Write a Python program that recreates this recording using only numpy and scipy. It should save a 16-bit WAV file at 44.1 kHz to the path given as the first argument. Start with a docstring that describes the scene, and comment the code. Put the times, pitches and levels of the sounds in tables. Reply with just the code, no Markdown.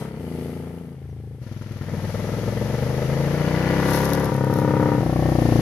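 """A V-twin cruiser motorcycle revs, fades round a bend of a forest lane and coasts; a bird chirps once. Then
the scene changes: far away the bike ticks over, pulls up the lane, crosses dry leaves, eases off and rolls up
close. All along, two cylinders fire unevenly, one with a dull thud and one with a bright bark that rings the
exhaust pipe, and gas rasps after each firing. Valve clatter and the hiss of engine and tyres lie above that,
and the trees scatter a little of the sound."""
import sys
import numpy as np
from scipy import signal
from scipy.fft import rfft, irfft, next_fast_len
from scipy.io import wavfile
from scipy.ndimage import uniform_filter1d

SR = 44100
rng = np.random.default_rng(int(sys.argv[2]) if len(sys.argv) > 2 else 0)


def transcribe(u):
    """Save the signal u as a 16-bit wav file named by the first command-line argument.

    u: samples, shape (n,) or (channels, n), limited to [-1, 1]; the rate is SR.
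    q: integer samples, one column per channel.
    """
    v = np.clip(np.atleast_2d(u).T, -1, 1)
    q = np.round(v * 32767).astype(np.int16)
    wavfile.write(sys.argv[1], SR, q)


N = 247401
T = np.arange(N) / SR
FFT_SIZE = next_fast_len(N + SR // 2, True)
HZ = np.maximum(np.fft.rfftfreq(FFT_SIZE, 1 / SR), 1)

# The eight stretches of the ride: rev, ride away, coast, idle, pull, shut throttle, light throttle,
# roll close. Each row: start in seconds, the bright firing's place in the cycle from 0 to 1, the dull
# firing's lead in cycles, dull over bright in dB, loss on every other dull firing in dB,
# timing scatter in seconds, gas in the rasp in dB, high fizz over the hiss in dB.
RIDE = [(0, 0.63, 0.29, 4.5, 5, 0.00043, 1, -2), (.18, 0.69, 0.33, 6, 1.5, .00016, 0.5, 1.5),
        (.93, 0.36, 0.38, 1, 6, .00016, 1, -1.5), (1.422, 0.78, 0.42, 15, 1.5, 0.00035, 5, -7.5),
        (1.84, 0.71, 0.37, 1, -2.5, 0.000029, 2.5, -7), (4.3, .72, 0.39, -5, 9, 0.000035, -3, -6.5),
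        (4.507, 0.68, 0.42, 4, 30, 0.000031, -3.5, -6), (5.01, .245, 0.29, -3, 2, 0.00003, -1.5, -5.5)]
# Engine speed. Each row: time in seconds, four-stroke cycles per second.
ENGINE_SPEED = [(0, 32.89), (.12, 33.52), (.25, 27.4), (.7, 28.7), (.95, 27.19), (1.38, 27.41),
                (1.49, 19.93), (1.7, 20.7), (1.85, 18.53), (2.5, 21.91), (3.7, 32.21), (4.15, 35.21),
                (4.4, 33.41), (4.85, 33.28), (5.1, 30.5), (5.25, 31.69), (5.38, 29.62), (5.61, 28.93)]

# The notes at which the parts ring. Each row: pitch in Hz, width in Hz, relative strength in dB.
DULL_PIPE = [(69.4, 25.4, 0), (138.2, 61.4, 3), (315, 55, -9.5), (488, 140, -18), (526, 98, -16),
             (803, 290, -20.5), (1356, 65, -20), (1980, 1100, -38)]  # the dull cylinder's pipe
DULL_PIPE_IDLE = [(69.55, 32, -1.5), (127, 35, 3), (222, 60, -4), (329, 58, -5), (485, 170, -14),
                  (1010, 400, -27), (1355, 140, -17), (1710, 120, -26)]  # ticking over far away
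BRIGHT_PIPE_REV = [(132, 62, 6), (208, 39, 8.5), (434, 66, -2), (520, 44, -7), (694, 110, -7.5),
                   (924, 56, -5), (1270, 200, -15)]  # the bright cylinder's pipe, before the bend
BRIGHT_PIPE_AWAY = [(84, 37, 6), (162, 55, 10), (242, 42, 6.5), (370, 50, 1), (450, 69, 0.5), (610, 74, -5),
                    (720, 78, -7), (858, 63, -5), (1216, 85, -14), (2140, 1100, -37)]
BRIGHT_PIPE_COAST = [(80, 7.8, 2), (109.1, 6.5, 9.5), (187, 51, -0.5), (259, 71, -3.5), (406, 200, -3),
                     (775, 93, -6), (1900, 2000, -33)]
BRIGHT_PIPE_FAR = [(106, 62, 3), (208, 37, 1.5), (242, 17, -3.5), (373, 49, -4), (476, 69, 1),
                   (583, 76, 1.5), (728, 22, -11), (867, 152, -9.5), (1268, 86, -13), (1740, 220, -20),
                   (2000, 57, -15)]
BRIGHT_PIPE_PULL = [(155, 71, 9), (299, 34, 6.5), (378, 39, 0), (506, 110, 1), (779, 55, -7.5),
                    (950, 135, -4), (1160, 90, -9), (1546, 100, -12.5), (1830, 250, -19.5)]  # at full throttle
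BRIGHT_PIPE_NEAR = [(138.3, 53, 10), (215, 57, 0), (292.9, 14.5, 7), (362, 39, -5), (433, 69, -1.5),
                    (514, 89, 0), (785, 51, -7.5), (936, 64, -4), (1230, 122, -13.5), (1473, 52, -14.5),
                    (1820, 130, -20.5), (1940, 44, -22)]
BRIGHT_PIPE_ROLL = [(60.5, 25, -0.5), (100, 33, -4), (158.6, 31, 8), (254, 25, -3), (323, 74, 4),
                    (470, 50, -7), (566, 123, 0), (760, 89, 0), (1150, 100, -14), (1800, 190, -17)]  # rolling up
BRIGHT_PIPE_CLOSE = [(58, 16, -7), (103.5, 29, 3.5), (156, 23, 9.5), (238.6, 21, 2.5), (309, 79, 7.5),
                     (408, 57, -1), (492, 44, -1), (567, 150, -0.5), (737, 91, -1), (1100, 68, -17),
                     (1800, 140, -15)]  # the last few metres, where the notes sag
SHOCK_RING = [(980, 200, -11.5), (1170, 110, -3), (1470, 220, 4), (1843, 500, 1.5), (2917, 280, -10)]  # the pipe's mouth
ENGINE_FINS = [(1775, 300, -6.5), (2035, 220, 3.5), (2310, 340, 0.5), (2920, 530, -2), (4570, 840, -7)]

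# How loud each layer is as time passes. Each row: time in seconds, level in dB.
RUMBLE_LEVEL = [(0, -51), (.2, -39), (.42, -39), (.68, -40.5), (.9, -49), (1.08, -37.5), (1.65, -46),
                (1.85, -37), (2.05, -36), (2.35, -38), (2.85, -35), (3.0, -35), (3.55, -33.5), (3.85, -34),
                (4.5, -36.5), (4.97, -36), (5.18, -28.5), (5.61, -27)]  # the exhaust below 100 Hz
BOOM_LEVEL = [(0, -30), (.1, -37), (.35, -33), (.92, -38), (1.3, -37.5), (1.55, -34), (1.78, -34),
              (1.93, -27.5), (2.1, -30), (2.4, -27.5), (2.92, -24.5), (3.0, -26.5), (3.09, -23),
              (3.9, -23.5), (4.27, -25.5), (4.34, -22.5), (4.75, -22), (5.07, -22.5), (5.46, -20.5),
              (5.61, -19)]  # just above the rumble
BARK_LEVEL = [(0, -35), (.09, -39), (.42, -32.5), (.88, -43.5), (.97, -48.5), (1.42, -48), (1.83, -45.5),
              (1.88, -39), (2.02, -39.5), (2.3, -32.5), (3.55, -28), (3.85, -25), (4.15, -25), (4.35, -28),
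              (4.87, -21.5), (5.07, -28), (5.35, -24.5), (5.61, -23.5)]  # the exhaust's middle range
RASP_LEVEL = [(0, -36), (.1, -46.5), (.45, -44.5), (.63, -45.5), (.97, -55.5), (1.38, -58), (1.47, -50),
              (1.8, -46), (1.88, -38.5), (2.3, -36.5), (2.9, -34), (3.5, -31), (3.95, -26.5), (4.2, -29),
              (4.38, -31.5), (4.87, -27), (5.07, -35), (5.25, -31.5), (5.61, -33)]  # above the bark
SHOCK_LEVEL = [(2.9, -83), (3.3, -46.5), (3.7, -35.5), (4.0, -36), (4.2, -40.5), (4.35, -67), (4.5, -77)]
CLATTER_LEVEL = [(0, -57), (.12, -56.5), (.42, -53), (.9, -67), (1.4, -75), (1.5, -61.5), (1.8, -57),
                 (1.9, -58), (2.3, -58), (3.0, -51.5), (3.7, -38.5), (4.3, -60), (5.1, -53.5),
                 (5.61, -45.5)]
HISS_LEVEL = [(0, -49), (.12, -62.5), (.42, -55.5), (.95, -68.5), (1.4, -69), (1.43, -57), (1.8, -53),
              (2.1, -46), (3.7, -42.5), (3.95, -37.5), (4.42, -48), (5.15, -46.5), (5.61, -40.5)]
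# The droning overtone. Each row: time in seconds, boost in dB (below zero it is a cut).
DRONE_BOOST = [(1.85, 9.5), (2.1, 6.5), (2.7, 1), (3.15, 6), (3.55, 4), (3.9, -1.5), (4.2, 2.5), (4.3, -8)]

# The tone colour of each noise. Each row: frequency in Hz, relative strength in dB.
HISS_COLOUR = [(880, -31), (1500, 15), (1580, 21.5), (1840, 12), (2540, -3.5), (3870, -11), (4530, -11.5),
               (6190, -12.5), (7900, -25), (8710, -23.5), (11400, -13.5), (12000, -16.5), (15500, -40)]
LEAF_COLOUR = [(1760, -35), (3000, -2), (3590, 12.5), (6150, 13), (7930, 1), (11300, 18), (12000, 15.5),
               (12900, 12.5), (15600, -5)]
GAS_COLOUR = [(70, -1), (300, 6.5), (560, 4.5), (700, 0), (900, -2), (1110, -4), (1300, -4.5),
              (1600, -6.5), (2050, -6.5), (2900, -18), (5000, -32.5), (12000, -39)]
WHIRR_COLOUR = [(1500, -30), (2300, -7.5), (3200, -2), (4300, -11), (6000, -29), (8500, -5),
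                (12000, -25)]
TREE_COLOUR = [(60, -12), (280, -11), (550, 2), (1100, 9), (2200, 11)]

# Leaves and twigs snapping. Each row: time in seconds, relative strength in dB.
TWIG_SNAPS = [(3.985, -42), (4.0545, -26.5), (4.103, -34), (4.134, -26), (4.151, -30), (4.198, -37),
              (4.2446, -33), (4.257, -35.5), (4.342, -38), (4.365, -38.5), (4.445, -39), (4.51, -44),
              (4.539, -31.5), (4.5625, -46), (4.569, -43), (4.5873, -34.5), (4.599, -38), (4.613, -43)]
# The bird. One row: start in seconds, length in seconds, first and last pitch in Hz, level in dB.
BIRD_CHIRP = (1.085, .04, 6700, 5200, -67)


def firings(near_lead_cycles=.026, near_dull_db=5, close_dull_db=6):
    """Each cylinder fires once a cycle; on a light throttle every other dull firing is weaker."""
    cycles = np.cumsum(curves(ENGINE_SPEED)[0]) / SR
    count = np.arange(int(cycles[-1]) + 1)
    chance = rng.standard_normal((len(count), 4)).T
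    middle_s = np.interp(count + .5, cycles, T)
    ride, near = ride_settings(middle_s), nearing(middle_s)
    bright_cycle = count + ride["place"]
    dull_cycle = bright_cycle - ride["lead"] - near_lead_cycles * near
    bright_s = np.interp(bright_cycle, cycles, T, right=np.inf)
    dull_s = np.interp(dull_cycle, cycles, T, right=np.inf)
    dull_db = ride["dull"] + near_dull_db * near + close_dull_db * closing(middle_s)
    dull_db -= ride["loss"] * (count % 2)
    rev, away, coast, idle, pull, *_ = ride_shares(middle_s)
    uneven_db = .7 + .8 * (idle + pull - near)  # slow chugs far off are less even
    dull = clicks(dull_s + ride["scatter"] * chance[0], gain(dull_db + uneven_db * chance[1]))
    bright = clicks(bright_s + ride["scatter"] * chance[2], gain(uneven_db * chance[3]))
    return dull, bright


def exhaust(dull, bright, usual_bark_db=-30, echo=.12, round_trip_s=.00417):
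    """The ringing pipes give a low boom, a bark in the middle and a rasp mixed with rushing gas."""
    bark_db = curves(BARK_LEVEL)[0]
    extra_db = bark_db - usual_bark_db
    ring = ringing_pipes(dull, bright, rough_db=-43 - .5 * extra_db)  # faint firings are rougher
    ring = valve_pulsing(rebounds(silencer(ring)), dull + bright)
    below_bark, below_rasp = lowpass(237, order=10), lowpass(557, order=10)
    bark = filtered(ring, (below_rasp - below_bark) * (1 + echo * delay(round_trip_s)))
    # the boom and the rasp build up in the pipe just after the bark
    boom = filtered(ring, below_bark * (1 - lowpass(47, order=9)) * delay(.000078))
    rasp = filtered(ring, (1 - below_rasp) * lowpass(3240, order=8) * delay(.00153))
    # the gas gives way as the bark grows and the shocks take over
    gas_db = ride_settings()["gas"] - .2 * extra_db - 2.5 * nearing()
    rasp = at_level(rasp, 0) + at_level(rushing_gas(dull, bright), gas_db)
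    return bass(boom) + at_level(bark, bark_db) + at_level(rasp, curves(RASP_LEVEL)[0])


def ringing_pipes(dull, bright, rough_db):
    """Each firing rings its pipe with a click and a puff; the notes follow throttle and distance."""
    rev, away, coast, idle, pull, shut, light, close = ride_shares()
    near, closest = nearing(), closing()
    blow, thud = (p + gain(rough_db) * puffs(p, delay_s=0, length_s=.003) for p in (bright, dull))
    blend = [(DULL_PIPE, thud * (1 - idle)), (DULL_PIPE_IDLE, thud * idle),
             (BRIGHT_PIPE_REV, blow * rev), (BRIGHT_PIPE_AWAY, blow * away),
             (BRIGHT_PIPE_COAST, blow * coast), (BRIGHT_PIPE_FAR, blow * (idle + pull - near)),
             (BRIGHT_PIPE_PULL, blow * near), (BRIGHT_PIPE_NEAR, blow * (shut + light)),
             (BRIGHT_PIPE_ROLL, blow * (close - closest)), (BRIGHT_PIPE_CLOSE, blow * closest)]
    return sum(filtered(push, resonances(notes)) for notes, push in blend)


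def silencer(ring, hz=540, width_hz=170):
    """The silencer briefly holds back the middle notes, which rounds each beat."""
    chamber = 1 + 1j * (HZ ** 2 - hz ** 2) / (HZ * width_hz)
    return filtered(ring, np.conj(chamber) / chamber)


def rebounds(ring):
    """Under load and up close, part of each blow escapes at once; the rest bounces in the pipe."""
    *_, pull, shut, light, close = ride_shares()
    for share, escape, trip_s in [(pull, .64, .00417), (close, .79, .003)]:
        trip = delay(trip_s)
        bounced = filtered(ring, (escape + trip) / (1 + escape * trip))
        ring = ring + share * (bounced - ring)
    return ring


def valve_pulsing(ring, pulses, open_s=.02, shut_db=-12):
    """Under load the pipe is driven while a valve is open, and falls back in between."""
    rev, away, coast, idle, pull, *_ = ride_shares()
    one_opening = 1 / (1 + (T[:SR // 10] / open_s) ** 12)
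    opening = np.clip(signal.fftconvolve(pulses, one_opening)[:N], 0, 1)
    return ring * gain(shut_db * pull * (1 - opening))


def bass(boom):
    """The deep rumble and the boom above it swell and sink separately."""
    boom = drone(boom)
    rumble = filtered(boom, lowpass(100, order=16))
    return at_level(rumble, curves(RUMBLE_LEVEL)[0]) + at_level(boom - rumble, curves(BOOM_LEVEL)[0])


def drone(boom, overtone=5):
    """One overtone stands out as a firm note, most of all early on, and is cut as the throttle shuts."""
    turn = np.exp(2j * np.pi * overtone * np.cumsum(curves(ENGINE_SPEED)[0]) / SR)
    window = np.hanning(6600)
    # pick out the overtone: shift it down to 0 Hz, smooth it, shift it back
    smoothed = signal.fftconvolve(boom / turn, window / window.sum(), "same")
    note = 2 * np.real(turn * smoothed)
    return boom + (gain(curves(DRONE_BOOST)[0]) - 1) * note


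def rushing_gas(dull, bright, dull_share=.39, steady=.55):
    """Gas puffs out just after each firing, on top of a steady rush."""
    bursts = puffs(bright + dull_share * dull, delay_s=.006, length_s=.003)
    return filtered(bursts + steady * rng.standard_normal(N), colour(GAS_COLOUR))


def shocks(bright, rough_db=-38, first_s=.00047, trip_s=.0041):
    """At full throttle each blow steepens into a shock that cracks three times at the pipe's mouth."""
    blow = bright + gain(rough_db) * puffs(bright, delay_s=0, length_s=.00062)
    round_trips = gain(-4) + gain(1) * delay(trip_s) + delay(2 * trip_s)
    cracks = filtered(blow, resonances(SHOCK_RING) * round_trips * delay(first_s))
    return at_level(cracks, curves(SHOCK_LEVEL)[0])


def bark_flicks(bright, from_hz=480, to_hz=1685, rise_s=.01074, fade_s=.0048, level_db=-40):
    """Up close the treble of each bark arrives late, as a quick upward flick."""
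    *_, close = ride_shares()
    age = T[:SR // 20]
    along = np.minimum(age / rise_s, 1)
    hz = from_hz + (to_hz - from_hz) * along
    flick = np.sin(np.pi * along) * np.exp(-age / fade_s) * np.sin(2 * np.pi * np.cumsum(hz) / SR)
    flicks = filtered(bright, rfft(flick, FFT_SIZE) * delay(.00065))
    return at_level(flicks, level_db) * close


def valve_clatter(dull, bright, steady=.49):
    """Valve gear rattles against the engine's fins once for each firing, however hard it is."""
    taps = np.sign(dull) + filtered(np.sign(bright), delay(.0082))
    rattle = np.array([puffs(taps, delay_s=.00063, length_s=.0013) + steady * rng.standard_normal(N)
                       for _ in range(2)])
    metal = filtered(rattle, resonances(ENGINE_FINS))
    return panned(at_level(metal, curves(CLATTER_LEVEL)[0]), left_db=6)


def hiss(dull, bright, throb=.25):
    """A wide hiss of engine and tyres throbs faintly with the firings."""
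    hiss_db = curves(HISS_LEVEL)[0]
    noise = np.array([rng.standard_normal(N) + throb * puffs(bright + dull, .0066, length_s=.0054)
                      for _ in range(2)])
    shape = colour(HISS_COLOUR) * (1 - lowpass(2740, order=6))
    below_fizz = lowpass(7660, order=12)
    body = at_level(filtered(noise, shape * below_fizz), hiss_db)
    # the microphone's colouring adds a high fizz
    fizz = at_level(filtered(noise, shape * (1 - below_fizz)), hiss_db + ride_settings()["fizz"])
    return panned(body + fizz, left_db=8)


def whirr(under_hiss_db=2):
    """Heard from behind, the engine's moving parts add a smooth, unbroken hiss."""
    rev, away, coast, *_ = ride_shares()
    noise = filtered(rng.standard_normal((2, N)), colour(WHIRR_COLOUR))
    noise = at_level(noise, curves(HISS_LEVEL)[0] - under_hiss_db)
    return panned(noise * (rev + away + coast), left_db=5)


def leaves(grains_per_s=2000, spread_db=5, snap_db=-6, rustle_db=-16, rustle_s=.016):
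    """Dry leaves crackle under the tyres; a few snap loudly, each inside a short rustle."""
    grains = rng.random(N) < grains_per_s / SR
    grains = grains * gain(spread_db * np.minimum(rng.exponential(size=N), 3.5))
    times, strength_db = np.transpose(TWIG_SNAPS)
    snaps = clicks(times, gain(strength_db + snap_db))
    rustles = sum(gain(db + rustle_db) * np.exp(-abs(T - at) / rustle_s) for at, db in TWIG_SNAPS)
    crackle = np.array([puffs(grains, delay_s=0, length_s=.0012) for _ in range(2)])
    crackle = at_level(filtered(crackle, colour(LEAF_COLOUR)), 0)
    crackle *= np.hypot(gain(leaf_patch_db()), rustles)
    cracks = np.array([puffs(snaps, delay_s=0, length_s=.00053) for _ in range(2)])
    return panned(crackle + filtered(cracks, colour(LEAF_COLOUR)), left_db=8)


def leaf_patch_db(start_s=3.92, length_s=.381, peak_db=-32.5, fade_db_per_s=66, edge_db_per_s=210):
    """The crackle leaps up at a patch of leaves and fades across it; stray leaves follow the hiss."""
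    age = T - start_s
    outside_s = abs(age - np.clip(age, 0, length_s))
    patch_db = peak_db - fade_db_per_s * np.maximum(age, 0) - edge_db_per_s * outside_s
    stray_db = curves(HISS_LEVEL)[0] - 15.5
    return np.maximum(patch_db, stray_db)


def tree_echo(x, die_away_s=.26, echo_db=-14):
    """Trunks and foliage scatter a short echo, different at each ear and weak in the bass."""
    age = T[:SR // 2]
    tail = rng.standard_normal((2, len(age))) * gain(-60 * age / die_away_s) * (age > .006)
    tail /= np.sqrt(np.sum(tail ** 2, axis=1, keepdims=True))
    return gain(echo_db) * filtered(x, rfft(tail, FFT_SIZE) * colour(TREE_COLOUR))


def bird():
    """A bird gives one thin, falling chirp in the trees."""
    start_s, length_s, first_hz, last_hz, db = BIRD_CHIRP
    along = np.clip((T - start_s) / length_s, 0, 1)
    hz = first_hz + (last_hz - first_hz) * along
    return gain(db) * np.sin(np.pi * along) * np.sin(2 * np.pi * np.cumsum(hz) / SR)


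def ride_shares(at=T, blend_s=.035):
    """How much each stretch of the ride counts, from 0 to 1; each blends into the next."""
    begun = [np.clip((at - row[0]) / blend_s + .5, 0, 1) for row in RIDE[1:]]
    return -np.diff([np.ones_like(at), *begun, np.zeros_like(at)], axis=0)


def ride_settings(at=T):
    """The ride's settings at the given times, by name."""
    names = "place", "lead", "dull", "loss", "scatter", "gas", "fizz"
    return dict(zip(names, np.transpose(RIDE)[1:] @ ride_shares(at)))


def nearing(at=T, start_s=3.04, length_s=.96):
    """How far the bike has come out of the distance during the pull, from 0 to 1."""
    rev, away, coast, idle, pull, *_ = ride_shares(at)
    return pull * np.clip((at - start_s) / length_s, 0, 1)


def closing(at=T, start_s=5.3, length_s=.16):
    """How far the dull pipe has come into view over the last few metres, from 0 to 1."""
    return np.clip((at - start_s) / length_s, 0, 1)


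def clicks(times, sizes):
    """Single clicks, each shared between two neighbouring samples."""
    out, at = np.zeros(N + 2), np.clip(times * SR, 0, N)
    np.add.at(out, at.astype(int), sizes * (1 - at % 1))
    np.add.at(out, at.astype(int) + 1, sizes * (at % 1))
    return out[:N]


def puffs(pulses, delay_s, length_s):
    """Noise that swells and dies after each pulse."""
    age = np.maximum(T[:SR // 10] - delay_s, 0) / length_s
    return signal.fftconvolve(pulses, age * np.exp(1 - age))[:N] * rng.standard_normal(N)


def resonances(notes):
    """A filter that rings at the given notes."""
    power = sum((gain(db) / (1 + ((hz ** 2 - HZ ** 2) / (HZ * width)) ** 2)) ** 2
                for hz, width, db in notes)
    # fold the early half onto the late half, so the ringing never comes before the hit
    cepstrum = irfft(np.log(power + 1e-9) / 2, FFT_SIZE)
    cepstrum[1:FFT_SIZE // 2] *= 2
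    cepstrum[FFT_SIZE // 2 + 1:] = 0
    return np.exp(rfft(cepstrum))


def lowpass(hz, order):
    """A filter that keeps the lows; one minus it keeps the highs."""
    return 1 / (1 + (HZ / hz) ** order)


def colour(points):
    """A filter drawn through (Hz, dB) points."""
    hz, db = np.transpose(points)
    return gain(np.interp(np.log(HZ), np.log(hz), db))


def delay(seconds):
    """A filter that only makes the sound late."""
    return np.exp(-2j * np.pi * HZ * seconds)


def filtered(x, response):
    """Pass a sound through a filter."""
    return irfft(rfft(x, FFT_SIZE) * response, FFT_SIZE)[..., :N]


def at_level(x, db, window=4400):
    """Make a sound's average level follow db, keeping its single beats."""
    power = uniform_filter1d(uniform_filter1d(x ** 2, window), window)
    return x * gain(db) / np.sqrt(np.maximum(power, 1e-14))


def panned(x, left_db):
    """Make the left channel left_db louder than the right."""
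    left = 2 / (1 + gain(-left_db))
    return x * np.array([left, 2 - left]).reshape(2, -1)


def curves(table):
    """Join a table's points in time with straight lines, one curve for each value column."""
    times, *columns = np.transpose(table)
    return [np.interp(T, times, column) for column in columns]


def gain(db):
    """Turn decibels into a multiplier."""
    return 10 ** (np.asarray(db) / 20)


def scene(right_lag_s=.00005, bend_left_db=3.5, lane_left_db=5):
    """The bike is a little to the left, so the right ear hears it later and weaker."""
    dull, bright = firings()
    bike = exhaust(dull, bright) + shocks(bright) + bark_flicks(bright)
    direct = np.array([bike, filtered(bike, delay(right_lag_s))])
    rev, away, coast, *_ = ride_shares()
    left_db = lane_left_db + (bend_left_db - lane_left_db) * (rev + away + coast)
    pipes = panned(direct + tree_echo(bike), left_db)
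    return pipes + valve_clatter(dull, bright) + hiss(dull, bright) + whirr() + leaves() + bird()


def record(dry, top_hz=15750):
    """Cut off the very highest treble."""
    return signal.sosfilt(signal.ellip(10, .2, 80, top_hz, fs=SR, output="sos"), dry)


dry = scene()
out = record(dry)
transcribe(out)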